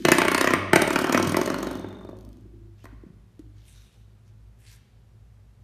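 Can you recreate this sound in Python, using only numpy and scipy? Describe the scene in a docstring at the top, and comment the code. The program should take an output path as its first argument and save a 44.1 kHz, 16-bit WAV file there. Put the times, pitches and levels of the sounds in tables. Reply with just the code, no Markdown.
"""A brush of fur, then a rattling twang: a puppy paws twice at a coil-spring door stopper, close to the
microphone in a quiet room with a low hum. On every swing the coils clash: a tick, a clank and a thump
of the skirting board, over the long ring of wire and room. The swing settles to a soft purr, a thin
squeak and one last note. The puppy noses the spring, gets up and slides over the floor, and the
microphone follows it."""
import sys
import numpy as np
from scipy import signal
from scipy.fft import rfft, irfft
from scipy.io import wavfile

SR = 44100
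rng = np.random.default_rng(int(sys.argv[2]) if len(sys.argv) > 2 else 0)


def log_audio(samples):
    """Write samples as a 16-bit WAV file to the path given in sys.argv[1]."""
    # one column per channel
    frames = np.atleast_2d(samples).T
    # limit to full scale, then quantise
    limited = np.clip(frames, -1, 1)
    pcm = np.round(limited * 32767).astype(np.int16)
    wavfile.write(sys.argv[1], SR, pcm)


N = 248283
TIME = np.arange(N) / SR


def from_db(db):
    """Decibels to gain."""
    return 10 ** (np.asarray(db) / 20)


def rms_one(x):
    """Scale to rms 1."""
    return x / np.sqrt(np.mean(x ** 2) + 1e-20)


def at_hz(points, hz):
    """Read (f/Hz, value) points on a log-frequency axis."""
    f, value = np.transpose(points)
    return np.interp(np.log(np.maximum(hz, 1)), np.log(f), value)


def colour(x, spectrum):
    """Give a signal a smooth spectrum of (f/Hz, level/dB) points."""
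    hz = np.fft.rfftfreq(len(x), 1 / SR)
    return irfft(rfft(x) * from_db(at_hz(spectrum, hz)), len(x))


def band(x, low_hz, high_hz, order=2):
    """Causal band-pass."""
    sos = signal.butter(order, [low_hz, min(high_hz, .45 * SR)], "band", fs=SR, output="sos")
    return signal.sosfilt(sos, x)


def flutter(low_hz, high_hz):
    """Random wavering within a band, at rms 1."""
    return rms_one(band(rng.standard_normal(N), low_hz, high_hz))


def gate(start_s, end_s, edge_s):
    """Gain of 1 from start to end, with a ramp on either side."""
    return np.interp(TIME, [start_s - edge_s, start_s, end_s, end_s + edge_s], [0, 1, 1, 0])


def convolve(x, response):
    """Play a signal through an impulse response."""
    return signal.fftconvolve(x, response)[:N]


def mode(hz, t60):
    """One second of a sine that dies by 60 dB in t60 seconds."""
    t = TIME[:SR]
    return np.sin(2 * np.pi * hz * t) * from_db(-60 * t / t60)


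def add(out, s, sound):
    """Mix a sound in at time s."""
    start = int(s * SR)
    out[start:start + len(sound)] += sound[:N - start]


def slides(grain=0.32, patchy_db=3.0, attack_s=0.037, release_s=0.036):
    """Fur, body and paws brush a surface: a hiss that catches unevenly and shifts as the contact moves."""
    # strokes: start/s, end/s, level/dB, what slides
    strokes = [(0.0, 0.05, -53.5, "fur"), (2.789, 2.853, -70, "fur"), (3.57, 3.67, -70.5, "fur"),
               (3.68, 3.784, -61.5, "body"), (3.813, 3.87, -64.5, "body"), (3.918, 3.948, -68.5, "fur"),
               (3.963, 4.04, -76, "body"), (4.262, 4.293, -74.5, "fur"), (4.605, 4.665, -64.5, "paw"),
               (4.674, 4.732, -60, "paw"), (4.745, 4.763, -64, "paw")]
    # colours of fur on the spring, and of body and paw on the floor: f/Hz, relative level/dB
    fur = [(700, -17.5), (1500, -2), (3500, -0.5), (6000, -2.5), (9000, -13), (14000, -12.5)]
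    body = [(590, -42), (1000, -13.5), (1570, -9), (3190, -9), (3760, -0.5), (4800, -11), (6050, -4),
            (6910, -10.5), (8710, -7), (14000, -15)]
    paw = [(590, -42), (1000, -11.5), (1260, -16.5), (1520, -2), (2190, -2), (2980, -8.5), (3680, -7),
           (4390, -6), (8420, -5), (14000, -12)]
    hiss, edges = 0, np.geomspace(700, 16000, 9)
    for low, high in zip(edges, edges[1:]):
        pressure = from_db(patchy_db * flutter(3.7, 5.7))
        hiss = hiss + band(rng.standard_normal(N), low, high) * pressure
    hiss *= np.exp(grain * flutter(30, 300))
    spectra = {"fur": fur, "body": body, "paw": paw}
    coloured = {part: rms_one(colour(hiss, spectrum)) for part, spectrum in spectra.items()}
    out = np.zeros(N)
    for start, end, db, part in strokes:
        fade_db = 20 * (np.maximum(start - TIME, 0) / attack_s + np.maximum(TIME - end, 0) / release_s)
        out += coloured[part] * from_db(db - fade_db)
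    return out


def room_tone(air_db=-60.5, waver=0.65):
    """Faint air noise and a wavering low hum, which drops as the microphone follows the puppy."""
    # colour of the air: f/Hz, relative level/dB
    air_colour = [(18, -35), (30, -10.5), (59, -2), (76, -12.5), (91, -2.5), (111, 1), (140, -17),
                  (212, -20), (311, -34), (345, -27), (446, -31.5), (548, -34), (871, -37.5), (1880, -43),
                  (14000, -56.5)]
    # tones of the hum: f/Hz, level/dB, half-width/Hz, change as the microphone moves/dB
    hum = [(54.3, -50, 3.9, -6), (104.5, -54.5, 2.6, -1)]
    # the microphone's move: start/s, end/s
    move_s = [3.7, 3.87]
    air = colour(rng.standard_normal(N), air_colour)
    air = band(air, 110, 18000) + from_db(-21.5) * band(air, 20, 84)
    out = from_db(air_db) * air / np.std(band(air, 130, 14000, order=4))
    for hz, db, width, change_db in hum:
        unsteady = flutter(hz - width, hz + width)
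        tone = np.sin(2 * np.pi * (hz * TIME + rng.random()))
        out += from_db(db + np.interp(TIME, move_s, [0, change_db])) * (tone + waver * unsteady)
    return out


def swings(zero_s=2.249):
    """Running count of swings, zero at zero_s; the spring is at a turning point on whole numbers."""
    # wide swings are slow, and the spring speeds up as they shrink: t/s, swing rate/Hz
    swing_rate = [(0.05, 14.665), (0.54, 16.187), (0.73, 16.833), (1.0, 18.166), (1.25, 20.34),
                  (1.5, 23.553), (1.8, 24.018), (2.4, 25.129), (2.8, 25.8)]
    turns = np.cumsum(np.interp(TIME, *np.transpose(swing_rate))) / SR
    return turns - np.interp(zero_s, TIME, turns)


def purr(uneven_db=3.0, jitter_s=0.0013, fade_db_per_s=10.5, count=70):
    """Small swings nudge the board, higher one way and lower the other, while friction drains them."""
    # the two nudges: share of a swing after the turning point, lowest f/Hz, highest f/Hz, level/dB
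    halves = [(0.17, 276, 385, -2), (0.64, 185, 280.3, 0.5)]
    # spells of purring: start/s, end/s, level at the start/dB
    spells = [(0.0, 0.03, -40), (1.573, 2.55, -45.5)]
    turns, out = swings(), 0
    draws = rng.standard_normal((len(halves), 2, count))
    for (share, low_hz, high_hz, db), (late, force) in zip(halves, draws):
        s = np.interp(np.floor(turns[0]) + np.arange(count) + share, turns, TIME) + jitter_s * late
        nudges = np.zeros(N)
        nudges[np.clip(s * SR, 0, N - 1).astype(int)] = from_db(uneven_db * force)
        out = out + from_db(db) * band(nudges + 1e-18, low_hz, high_hz, order=3)
    gain = sum(from_db(db - fade_db_per_s * np.maximum(TIME - start, 0)) * gate(start, end, edge_s=0.11)
               for start, end, db in spells)
    return out / np.std(out[:2 * SR]) * gain


def clash_rows(uneven_db=2.36, uneven_closing=0.28, blur_per_db=0.55, most_blur=1.6, count=64):
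    """Every clash, laid out like knocks: coils close at each turn, harder on the side they lean to."""
    # clashes that stand out, as the coils slam shut or the nose taps them:
    # t/s, thump/dB, clank/dB, tick/dB, closing time/s, clank f/Hz, tick f/Hz
    knocks = [(0.051, -13, -19, -25, 0.00041, 1510, 8100), (0.0852, -12.5, -18, -27, .0011, 2020, 4200),
              (0.1183, -11.5, -12.5, -19, 0.00032, 1490, 10400),
              (0.1843, -16, -18.5, -25.5, 0.00091, 2250, 8600), (0.3467, -18, -19, -26, .0007, 1733, 4600),
              (0.5364, -16.5, -17, -31, 0.00069, 1150, 9000), (0.733, -11, -13.5, -27, 0.00091, 1540, 8400),
              (0.7593, -12, -14.5, -23, 0.00081, 2240, 8800), (0.793, -24.5, -38, -42, 0.0015, 2890, 8300),
              (0.8195, -16.5, -24, -26, 0.0016, 2760, 9200), (0.877, -20.5, -35, -35, 0.0013, 2976, 8200),
              (0.9057, -21, -24, -34.5, 0.00062, 1580, 7600), (0.9599, -20, -18.5, -32, 0.001, 2081, 5000),
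              (0.989, -24.5, -25, -33, 0.0018, 2490, 9100), (1.0433, -19, -24, -37, 0.00088, 895, 8400),
              (1.0956, -20.5, -24, -38, 0.0014, 1457, 4100), (1.1256, -20, -25.5, -28, 0.00093, 1180, 6600),
              (1.147, -15, -20.5, -33.5, 0.0017, 2240, 5000), (1.176, -18.5, -19, -29.5, .0011, 1440, 5900),
              (1.198, -19, -33, -39.5, 0.0015, 2640, 9200), (1.227, -21, -28.5, -31, 0.0011, 1220, 5600),
              (1.3442, -20, -23.5, -46, 0.00067, 2150, 4500), (1.369, -18, -24.5, -29, .0007, 1250, 11500),
              (1.389, -21.5, -34, -47, 0.0016, 900, 4100),
              (1.414, -20.5, -27.5, -34.5, 0.00098, 1180, 6200),
              (1.459, -30, -39, -35.5, 0.0016, 2250, 6800), (1.476, -23.5, -30, -42, 0.001, 1940, 4100),
              (1.502, -21.5, -28.5, -38, .0013, 1150, 5300), (1.629, -24.5, -33, -38.5, 0.0011, 1077, 6600),
              (1.844, -30, -40, -67, 0.0014, 840, 4200), (2.049, -38.5, -51, -65, .0013, 846, 4200),
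              (2.09, -36, -46, -63, 0.0018, 833, 4200), (2.13, -39, -62, -80, 0.0014, 833, 4200),
              (2.842, -44, -52, -59, 0.0019, 1700, 7060), (2.8552, -47, -46, -60, .0005, 1995, 4400)]
    # spells of rattling: first clash/s, end/s, back swing's lead/s,
    # clank over thump/dB, tick over thump/dB, closing time/s
    rattles = [(0.051, 0.55, 0.001, -1, -10, 0.00088), (0.7311, 1.49, 0.0016, -6, -9.5, .0012),
               (1.501, 1.825, 0.0021, -9, -16, 0.0013), (1.8454, 2.147, 0.001047, -4, -22, .0012),
               (2.169, 2.42, 0.00091, -14, -8, 0.00037)]
    # force of each twang: t/s, thump on the harder side/dB, lean (out swing minus back swing)/dB
    first_twang = [(0.15, -15, 8.5), (0.22, -20.5, -4), (0.3, -17.5, -3.5), (0.54, -20, -3)]
    second_twang = [(0.83, -31, -14), (0.92, -25, 2.5), (1.08, -26.5, -2.5), (1.179, -39, 7.5),
                    (1.28, -26.5, -1), (1.409, -20.5, 12.5), (1.499, -22.5, 8.5), (1.671, -24, 11),
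                    (1.771, -38, 3), (1.85, -36.5, 10.5), (1.979, -50, 1.5), (2.099, -34.5, 13),
                    (2.17, -58, -1), (2.29, -55, 18), (2.41, -67.5, 14)]
    # share of the lean felt by: thump, clank, tick
    lean_share = [0.782, 1.6, 1.4]
    pitch_ranges_hz = (860, 2400), (4000, 10440)   # clank, tick: set by where the coils meet
    turns, rows = swings(), list(knocks)
    twang_s, force_db, lean_db = np.transpose(first_twang + second_twang)
    knock_s = np.array(knocks)[:, 0]
    for first, until, early_s, clank_db, tick_db, close_s in rattles:
        first_turn = np.interp(first, TIME, turns)
        for k, (chance, place) in enumerate(zip(rng.standard_normal((count, 4)), rng.random((count, 2)))):
            back = k % 2
            s = np.interp(first_turn + k / 2, turns, TIME) - back * early_s
            if s > until or np.min(np.abs(knock_s - s)) < .01:   # a knock replaces its swing's clash
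                continue
            lean = np.interp(s, twang_s, lean_db)
            loss_db = max(0, lean if back else -lean) * np.array(lean_share)
            hard_side_db = np.interp(s, twang_s, force_db) + np.array([0, clank_db, tick_db])
            db = hard_side_db - loss_db + uneven_db * chance[:3]
            blur = min(1 + blur_per_db * loss_db[0], most_blur)   # the weaker side closes more slowly
            pitches = [low * (high / low) ** p for (low, high), p in zip(pitch_ranges_hz, place)]
            rows.append((s, *db, blur * close_s * np.exp(uneven_closing * chance[3]), *pitches))
    return rows


def coil(low_hz, high_hz, echo, travel_s=0.0013, echo_s=0.0031, size=4096):
    """One band of a clash: highs outrun lows down the wire, and the wave comes back once from the tip."""
    # colour of one clash: f/Hz, relative level/dB
    clash_colour = [(100, -8.5), (200, -7), (350, 3), (470, -10), (610, -7.5), (780, -6.5), (1100, -4.5),
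                    (2100, -10), (3050, -11.5), (3700, -15), (4350, -14), (4950, -17.5), (6200, -14.5),
                    (7700, -22.5), (8550, -18.5), (9600, -22), (11000, -26.5), (13500, -21.5)]
    # broad resonances of board and coil: f/Hz, width/Hz, lift/dB
    resonances = [(155, 25, 2), (262, 21, 3), (293, 38, 0.5), (383, 140, 4), (544, 28, 4), (634.3, 77, 3.5),
                  (897, 31, 5), (1058, 110, 7), (1174, 100, 3), (1410, 110, 5), (1540, 180, 3),
                  (1830, 160, 6), (2050, 90, 3), (2200, 120, 5.5), (2520, 140, 4.5), (2780, 120, 1.5),
                  (3113, 110, 1.5)]
    hz = np.fft.rfftfreq(size, 1 / SR)
    phase = 4 * np.pi * travel_s * np.sqrt(1000 * hz)   # delay: travel_s at 1 kHz, falling as 1/sqrt(f)
    tip_echo = 1 + echo * np.exp(-2j * np.pi * hz * echo_s)
    spectrum = from_db(at_hz(clash_colour, hz)) * np.exp(-1j * phase) * tip_echo
    wave = band(irfft(spectrum), low_hz, high_hz, order=4)
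    for centre_hz, width_hz, lift_db in resonances:
        peak = signal.iirpeak(centre_hz, centre_hz / width_hz, fs=SR)
        wave = wave + (from_db(lift_db) - 1) * signal.lfilter(*peak, wave)
    return wave


def vigour(thump_db, light_db=-48, hard_db=-24.5):
    """0 for a light touch of the coils, 1 for a clash hard enough to rebound and set the wire singing."""
    return np.interp(thump_db, [light_db, hard_db], [0, 1])


def wire_pitch(hz, sharpness, lift_db, size=4096):
    """Response of the short length of wire that a clash sets singing."""
    f = np.maximum(np.fft.rfftfreq(size, 1 / SR), 1)
    return 1 + (from_db(lift_db) - 1) / (1 + 1j * sharpness * (f / hz - hz / f))


def clashes(rows, levels_db, response, scatter, spread, brighten, lead_s, graze, rebound,
            pitched=None, rebound_s=0.0032, count=48, size=4096):
    """Each clash is one main contact amid a quick run of lesser ones: coils graze, close and rebound."""
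    out, start = np.zeros(N), size // 8
    octaves = np.log2(np.maximum(np.fft.rfftfreq(size, 1 / SR), 100) / 1000)
    for k, (s, thump_db, _, _, close_s, _, _) in enumerate(rows):
        when, force, early = rng.random((3, count))
        offsets = -np.log(-np.log(when)) * spread * close_s   # builds up quickly, thins out slowly
        strengths = scatter * (2 * force - 1) ** 3   # a few bite, most barely touch
        offsets[::3] -= graze * close_s * early[::3]   # some graze first, the earlier the lighter
        strengths[::3] *= 1 - early[::3]
        offsets[1::3] += rebound_s   # some part and meet once more
        strengths[1::3] *= rebound * vigour(thump_db)
        contacts = np.zeros(size)
        contacts[np.clip(start + (offsets * SR).astype(int), 0, size // 2)] = strengths
        contacts[start] += 1
        # with brighten above 0, a harder contact is shorter, so brighter
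        tilt = from_db(brighten * (levels_db[k] + 16.5) * octaves)
        hit = irfft(rfft(contacts) * rfft(response) * tilt * (pitched[k] if pitched else 1))
        hit *= np.sqrt(.01 * SR / np.sum(hit ** 2))   # the energy of 10 ms at rms 1
        add(out, s - lead_s - start / SR, from_db(levels_db[k]) * hit)
    return out


def spring():
    """The stopper close up: thump, clank and tick of its coils, the purr, and the modes they ring."""
    # clear modes of room, board and wire (the lowest, near 97 Hz, a mode of the room): f/Hz, relative level/dB,
    # t60/s
    clear_modes = [(96.8, -17, 1.4), (195.3, -29, 1.8), (250.7, -25.5, 0.39), (291.4, -34, .8),
                   (344, -33.5, .8), (372.7, -30, 1.1), (546, -30, .7), (883, -31.5, 0.63),
                   (1110, -35.5, 0.9), (1410, -38, 0.6), (1816, -37, .6), (2262, -39, 0.62)]
    rows = clash_rows()
    _, thump_db, clank_db, tick_db, _, clank_hz, tick_hz = np.transpose(rows)
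    thump = clashes(rows, thump_db, coil(120, 720, echo=0.25), scatter=0.22, spread=1.1,
                    brighten=0.096, lead_s=.0011, graze=.5, rebound=1.2)
    thump += from_db(-46.5) * convolve(thump, mode(hz=287.0, t60=0.024))   # the board swings on briefly
    clank_notes = [wire_pitch(hz, sharpness=4.5, lift_db=4.5) for hz in clank_hz]
    clank = clashes(rows, clank_db, coil(790, 3400, echo=0.1), scatter=.5, spread=1.2,
                    brighten=0.43, lead_s=0.0007, graze=0.55, rebound=.9, pitched=clank_notes)
    tick_notes = [wire_pitch(hz, sharpness=11, lift_db=8.1 * vigour(db))
                  for hz, db in zip(tick_hz, thump_db)]
    tick = clashes(rows, tick_db, coil(3400, 15000, echo=.2), scatter=1.3, spread=.8,
                   brighten=-0.035, lead_s=0.00028, graze=3.4, rebound=.55, pitched=tick_notes)
    direct = thump + from_db(-0.5) * clank + from_db(0.4) * tick + purr()
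    modes = sum(from_db(db) * mode(hz, t60) for hz, db, t60 in clear_modes)
    return direct + from_db(-37.0) * convolve(direct, modes)


def ring_response(attack_s=0.00066, early_lift=0.72, early_s=0.009):
    """Countless close modes of wire and room: noise that dies band by band."""
    # colour of the ring: f/Hz, level relative to the clash/dB
    ring_colour = [(100, -1), (190, -4), (330, -8.5), (550, -3.5), (850, -2), (1700, -2.07), (2400, -0.5),
                   (3100, 1.5), (3800, -2.5), (6000, -8.5), (8800, -9.5), (13000, -7)]
    # decay of the ring: f/Hz, t60/s
    ring_t60 = [(100, 0.78), (300, 1), (800, 0.9), (1800, 0.94), (4000, 0.87), (13000, 0.32)]
    t, out = TIME[:SR + SR // 2], 0
    edges = np.geomspace(70, 16000, 13)
    hz = np.fft.rfftfreq(len(t), 1 / SR)
    noise = rfft(rng.standard_normal(len(t))) * from_db(at_hz(ring_colour, hz))
    for low, high in zip(edges, edges[1:]):
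        fade = from_db(-60 * t / at_hz(ring_t60, np.sqrt(low * high))) * (1 - np.exp(-t / attack_s))
        fade *= 1 + early_lift * np.exp(-t / early_s)   # floor and board send each clash straight back
        noise_band = irfft(noise * (hz >= low) * (hz < high), len(t))
        out = out + noise_band * fade / np.sqrt(np.sum(fade ** 2))
    return out


def ringing(x, whirls_per_s=1.7):
    """The plane of the swing wanders round, so the blows feed two sets of modes in turn."""
    angle = 2 * np.pi * (whirls_per_s * TIME + rng.random())
    return convolve(x * np.cos(angle), ring_response()) + convolve(x * np.sin(angle), ring_response())


def bumps(soft_s=0.0032, claw_s=0.0046):
    """A padded blow swells and rings briefly in floor or board; a claw ticks faintly with it."""
    # blows of paws and body, ahead of the band-pass: t/s, peak level/dB, f/Hz, t60/s, claw level/dB
    blows = [(0.056, -31, 88.7, 0.84, -77.5), (0.572, -33, 97.2, 0.24, -70),
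             (1.268, -22.5, 151, 0.054, -54), (1.275, -35.5, 104.6, 0.052, -79),
             (2.926, -44, 279, 0.07, -76), (3.036, -36, 321.8, 0.017, -77), (3.064, -36.5, 206, 0.026, -69),
             (3.102, -39, 150, 0.023, -81.5), (3.393, -34.5, 310, 0.052, -50.5),
             (4.278, -58, 201.3, .04, -59)]
    out, t = np.zeros(N), TIME[:SR]
    for s, db, hz, t60, claw_db in blows:
        thud = mode(hz, t60) * (1 - np.exp(-t / soft_s))
        claw = band(rng.standard_normal(SR), 500, 6000, order=1) * np.exp(-t / claw_s)
        add(out, s, from_db(db) * thud / np.max(np.abs(thud)) + from_db(claw_db) * claw)
    return band(out, 96, 15000)


def squeak(pitch_hz=3610, bend_hz=15, wander_hz=26, out_swing=0.467, rough=0.33, lag_s=0.01):
    """The wire rubs in its cup just after each turn, most on the back swing; pressure bends the pitch."""
    # swell and fade of the squeak: t/s, level/dB
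    loudness = [(1.68, -62), (1.8, -59), (1.95, -62), (2.08, -67), (2.17, -74), (2.25, -92)]
    side = -np.cos(2 * np.pi * np.interp(TIME - lag_s, TIME, swings()))
    rub = np.abs(side) * np.where(side > 0, 1, out_swing) * np.exp(rough * flutter(9.5, 160))
    hz = pitch_hz + bend_hz * (rub - .5) + wander_hz * flutter(2.4, 106)
    s, db = np.transpose(loudness)
    gain = from_db(np.interp(TIME, s, db)) * (TIME >= s[0]) * (TIME <= s[-1])
    return rms_one(np.sin(2 * np.pi * np.cumsum(hz) / SR) * rub) * gain


def last_note(start_s=2.58, end_s=2.71, db=-57, hz=339, throb=0.38):
    """The last tiny swings leave one low note of the wire, throbbing until it comes to rest."""
    tone = np.sqrt(2) * np.sin(2 * np.pi * hz * TIME)
    throbbing = 1 + throb * np.sin(2 * np.pi * swings())
    return from_db(db) * gate(start_s, end_s, edge_s=0.072) * throbbing * tone


def scene():
    """One microphone close to spring and puppy, the room around them."""
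    stopper = spring()
    puppy = bumps() + slides()
    close = stopper + squeak() + last_note() + puppy
    ring = ringing(stopper + from_db(-0.5) * puppy)
    return (close + ring + room_tone())[None]


def record(dry, ceiling=0.92, cutoff_hz=14000):
    """The highest peaks are rounded and the top of the treble is cut."""
    rounded = dry / (1 + np.abs(dry / ceiling) ** 8) ** (1 / 8)
    return signal.sosfilt(signal.ellip(10, .3, 70, cutoff_hz, fs=SR, output="sos"), rounded)


dry = scene()
out = record(dry)
log_audio(out)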